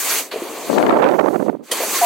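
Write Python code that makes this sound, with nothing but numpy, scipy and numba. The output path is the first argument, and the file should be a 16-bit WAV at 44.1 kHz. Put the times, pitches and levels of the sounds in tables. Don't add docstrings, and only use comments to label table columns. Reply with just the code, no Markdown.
import sys
import numpy as np
from scipy import signal
from scipy.fft import rfft, irfft
from scipy.io import wavfile
from scipy.ndimage import uniform_filter1d
from numba import njit

SR = 44100
rng = np.random.default_rng(int(sys.argv[2]) if len(sys.argv) > 2 else 0)


def waveform_to_disk(signal):
    frames = np.transpose(np.atleast_2d(signal))
    scaled = np.clip(frames, -1, 1) * 32767
    samples = np.round(scaled).astype(np.int16)
    wavfile.write(sys.argv[1], SR, samples)


def gain_from_decibels(decibels):
    exponent = np.asarray(decibels, float) / 20
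    return 10 ** exponent


N = 90625

# (relative, per Hz)
AIR_COLOUR = [(700, -10), (1100, -5), (1700, -4.5), (2400, -3.5), (3300, -7), (4000, -8), (4500, -5.5),
              (5200, -9.5), (6300, -1.5), (6900, -3.5), (7900, -3), (9500, -7), (11000, -6.5), (13000, -9),
              (15900, -8.5), (16200, -49)]
MIC_LOW_HZ = 260


def column(table, k, t):
    return np.interp(t, [row[0] for row in table], [row[k] for row in table])


def spectrum(table, hz):
    return column([(np.log(f), value) for f, value in table], 1, np.log(hz))


def unit(x):
    return x / np.sqrt(np.mean(x ** 2))


def walk(rate):
    hold = max(int(SR / rate), 2)
    steps = np.repeat(rng.standard_normal(N // hold + 1), hold)
    smooth = uniform_filter1d(uniform_filter1d(steps, hold), hold)
    return unit(smooth[:N])


def band(low_hz, high_hz, colour):
    # pitch_hz, boost_db
    hole_peaks = [(13600, 7.7), (2370, 1.5), (4470, 3.1), (11430, 4.5)]
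    hole_q = 48
    f = np.maximum(np.arange(N // 2 + 1) * SR / N, 1)
    place = np.log(f / np.sqrt(low_hz * high_hz)) / np.log(high_hz / low_hz)
    edge = np.cos(np.clip(place, -.5, .5) * np.pi)
    holes_db = sum(db / (1 + (2 * hole_q * (f / hz - 1)) ** 2) for hz, db in hole_peaks)
    return irfft(rfft(rng.standard_normal(N)) * edge * gain_from_decibels(spectrum(colour, f) + holes_db), N)


@njit
def lowpass(x, hz, damping):
    y, band_state, low_state = np.empty(len(x)), 0., 0.
    for i in range(len(x)):
        g = np.tan(np.pi * hz[i] / SR)
        v = (band_state + g * (x[i] - low_state)) / (1 + g * (g + damping))
        y[i] = low_state + g * v
        band_state, low_state = 2 * v - band_state, 2 * y[i] - low_state
    return y


def flow_noise(colour, centres, flicker_db):
    # pitch_hz, correlation (0-1)
    likeness = [(300, 0.8), (1400, 0.92), (3100, 0.65), (5300, 0.44), (7000, 0.58)]
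    # pitch_hz, left_minus_right_db
    balance = [(250, 1.5), (1300, 0), (8000, -3), (15000, 4)]
    swell_db = 0.81 * walk(22.6)
    bands = []
    for hz in centres:
        alike = np.clip(spectrum(likeness, hz), 0, 1)
        mid, side = (band(hz / 2 ** .5, hz * 2 ** .5, colour) for _ in range(2))
        pair = np.sqrt(1 + alike) * mid + np.sqrt(1 - alike) * side * np.array([[1], [-1]])
        lean = gain_from_decibels(spectrum(balance, hz) * np.array([[.5], [-.5]]))
        bands.append(pair * lean * gain_from_decibels(flicker_db * walk(44.9) + swell_db))
    return np.array(bands)


def hiss(t):
    # time_s, level_db (before the common lift), lower_part_db (against the upper part)
    strokes = [(0, -24, -6.5), (.03, -25.5, -5), (.12, -21.5, -2), (.19, -22.5, -4), (.25, -36.5, -5.5),
               (.308, -49, -0.5), (.316, -39.5, 10.5), (.36, -42.5, 5), (.46, -38, 1), (.6, -37, -0.5),
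               (.75, -37.5, 1), (.79, -43, 0.5), (.9, -48.5, 6.5), (1.25, -47.5, -4.5), (1.46, -52.5, -1),
               (1.53, -64, 2), (1.62, -75, 5), (1.64, -52.5, -3), (1.71, -46, 3), (1.716, -22, -1.5),
               (1.732, -27, -2.5), (1.76, -28, 0), (1.87, -26.5, -4), (2.03, -20.5, -5), (2.054, -24, 0)]
    lift_db = 1.5
    centres = 700 * 2 ** (np.arange(10) / 2)
    bands = flow_noise(AIR_COLOUR, centres, flicker_db=1.56)
    low = unit(bands[:6].sum(axis=0))
    high = unit(bands[6:].sum(axis=0))
    return gain_from_decibels(column(strokes, 1, t) + lift_db) * (high + gain_from_decibels(column(strokes, 2, t)) * low)


def chest(t):
    # time_s, level_db
    rumble_level = [(0, -35), (.05, -32.5), (.19, -31), (.308, -45), (.32, -31), (.65, -30), (.8, -33),
                    (1.15, -67), (1.6, -76), (1.69, -44), (1.718, -26), (1.78, -28.5), (1.87, -26),
                    (1.99, -33), (2.054, -29)]
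    # (relative, per Hz)
    rumble_colour = [(50, -6), (200, -8), (300, -3), (450, -3), (650, -6.5), (900, -10.5), (1300, -5.5)]
    # start_s, level_db (before mode level and scatter), pitch_factor
    knocks = [(.338, -17.5, 0.96), (.359, -13, 0.98), (.419, -17, 0.73), (.494, -27, 1), (1.721, -18, 1.04),
              (1.803, -14, 1.097), (1.818, -15, 1.14), (1.832, -16, 1.43)]
    # pitch_hz (before knock factor and scatter), level_db (against the knock), t60_s
    modes = [(330, -6.5, 0.032), (453, 4, 0.043), (623, -5, 0.057), (1010, -18, 0.01)]
    attack_s, pitch_scatter, level_scatter_db = 0.001, 0.046, 2
    centres = 60 * 2 ** (np.arange(9) / 2)
    rumble = unit(flow_noise(rumble_colour, centres, flicker_db=1.5).sum(axis=0))
    out = rumble * gain_from_decibels(column(rumble_level, 1, t))
    scatter = rng.uniform(-1.35, 1, (len(knocks), len(modes)))
    for (start, db, pitch), draws in zip(knocks, scatter):
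        u = np.maximum(t - start, 0)
        for (hz, mode_db, t60), draw in zip(modes, draws):
            tone = np.sin(2 * np.pi * hz * pitch * (1 + pitch_scatter * draw) * u)
            ring = tone * np.exp(-np.log(1000) * u / t60)
            out = out + gain_from_decibels(db + mode_db + level_scatter_db * draw) * ring * (1 - np.exp(-u / attack_s))
    return out


def wind(t, steady, port):
    # centre_s, peak_db (added as power), port (L or R)
    eddies = [(0.702, -7, "L"), (.731, -15, "L"), (0.765, -9, "L"), (0.782, -3.5, "L"), (0.828, -9.5, "L"),
              (.838, -8, "R"), (0.87, -8, "L"), (0.895, -4, "R"), (0.909, -8.5, "L"), (.927, -4, "R"),
              (0.974, -10, "R"), (0.975, -12.5, "L"), (1.022, -10.5, "R"), (1.043, -8.5, "R"),
              (1.051, -7.5, "L"), (1.114, -9, "R"), (1.212, -12, "R"), (1.261, -8.5, "R"), (1.286, -9, "R"),
              (1.346, -10, "R"), (1.36, -6.5, "R"), (1.4, -10, "R"), (1.427, -11, "R"), (1.465, -15, "R"),
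              (1.485, -9, "R"), (1.496, -5.5, "R"), (1.53, -21.5, "R"), (1.55, -18, "R")]
    # centre_s, peak_db (noise rms), port (L or R)
    crackles = [(.784, -10, "L"), (.828, -13, "L"), (.866, -12, "L"), (.896, -12.5, "R"), (0.906, -22, "L"),
                (1.027, -16, "R"), (1.043, -14, "R"), (1.089, -16.5, "R"), (1.115, -19, "R"),
                (1.212, -19, "R"), (1.261, -23, "R"), (1.287, -22, "R"), (1.425, -31, "R")]
    eddy_s, crackle_s, crackle_top_hz = 0.0029, 0.0012, 2200
    gust_db, gust_per_s, bright_oct_per_db = 4, 150, 0.0669
    snap_s, snaps_per_s, snap_db_per_hz = .00012, 260, 0.0649

    blowing = (t > steady[0][0]) * (t < steady[-1][0])
    calm = gain_from_decibels(column(steady, 1, t)) ** 2 * blowing + 1e-14
    power = calm * gain_from_decibels(gust_db * walk(gust_per_s) + 0.87 * walk(39.82)) ** 2

    steady_top = column(steady, 2, t)
    sharp = gain_from_decibels(snap_db_per_hz * (steady_top - 595))
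    chance, strength = rng.random((N, 2)).T
    hits = (chance < snaps_per_s / SR) * (2 * strength - 1) * np.sqrt(power)
    u = np.arange(-40, 41) / SR / snap_s
    snaps = np.convolve(hits * sharp, np.exp(-np.sqrt(u ** 2 + .7)), "same")

    for centre, db, side in eddies:
        if side == port:
            power = power + gain_from_decibels(db) ** 2 * np.exp(-((t - centre) / eddy_s) ** 2)

    surge_db = np.minimum(10 * np.log10(power / calm), 7)
    top = np.clip(steady_top * 2 ** (bright_oct_per_db * surge_db), 100, 8000)
    buffet = lowpass(lowpass(rng.standard_normal(N), top, 1.35), top * 1.99, 1.93)
    audible = buffet - uniform_filter1d(buffet, int(SR / MIC_LOW_HZ / 2))
    buffet = buffet / np.sqrt(uniform_filter1d(audible ** 2, int(eddy_s * SR * 4)) + 1e-12)

    burst = sum(gain_from_decibels(db) * np.exp(-((t - centre) / crackle_s) ** 2)
                for centre, db, side in crackles if side == port)
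    grit = unit(lowpass(rng.standard_normal(N), np.full(N, 1. * crackle_top_hz), 0.67))
    return buffet * np.sqrt(power) + burst * grit + snaps


def valve(t):
    # centre_hz, half_width_hz, level_db
    puff_bands = [(3170, 280, -20), (4340, 1200, -21), (9970, 2100, -17)]
    start_s, attack_s, t60_s = 1.713, 0.006, 0.11
    u = np.maximum(t - start_s, 0)
    puff = sum(gain_from_decibels(db) * unit(band(hz - half, hz + half, AIR_COLOUR)) for hz, half, db in puff_bands)
    return puff * np.clip(u / attack_s, 0, 1) * np.exp(-np.log(1000) * u / t60_s)


def hoots(t):
    # start_s, length_s, first_hz, settled_hz, level_db (settled rms)
    tones = [(1.944, 0.034, 1110, 1066, -27), (2.013, 0.038, 812, 713, -11.5),
             (2.021, 0.044, 992, 980, -22)]
    edge_s, settle_s, waver_hz, waver_db = 0.0025, 0.006, 16, 1.0
    out = np.zeros(N)
    for start, length, first, hz, db in tones:
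        envelope = np.clip(np.minimum(t - start, start + length - t) / edge_s, 0, 1)
        settling = np.exp(-np.maximum(t - start, 0) / settle_s)
        pitch = hz + (first - hz) * settling + waver_hz * walk(120)
        level = 2 ** .5 * gain_from_decibels(db - 6 * settling + waver_db * walk(150))
        out += envelope * level * np.sin(2 * np.pi * np.cumsum(pitch) / SR)
    return out


def scene():
    # time_s, level_db, top_hz (before surges raise it)
    left_jet = [(.68, -36, 400), (0.698, -14, 404), (.83, -12.5, 610), (.9, -15.5, 616), (1.07, -26, 384),
                (1.13, -31, 300.2), (1.18, -47, 240), (1.27, -36, 260), (1.34, -58, 226), (1.639, -48, 224)]
    right_jet = [(.66, -40, 298), (.78, -20.5, 372), (.89, -19.5, 540), (.95, -14, 630), (1.07, -8.5, 840),
                 (1.19, -14, 560), (1.25, -12, 570), (1.43, -22, 330), (1.49, -21.5, 330),
                 (1.55, -32.5, 274), (1.619, -39.5, 270), (1.67, -61, 276)]
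    t = np.arange(N) / SR
    ports = np.array([wind(t, left_jet, "L"), wind(t, right_jet, "R")])
    return hiss(t) + chest(t) + ports + valve(t) + hoots(t)


def top_cut(x):
    return signal.sosfilt(signal.butter(12, 17060, fs=SR, output="sos"), x)


def record(dry):
    x = np.tanh(dry)
    for hz in (MIC_LOW_HZ, 196):
        x = signal.sosfilt(signal.butter(2, hz, "high", fs=SR, output="sos"), x)
    return top_cut(np.clip(x, -1, 1))


dry = scene()
out = record(dry)
waveform_to_disk(out)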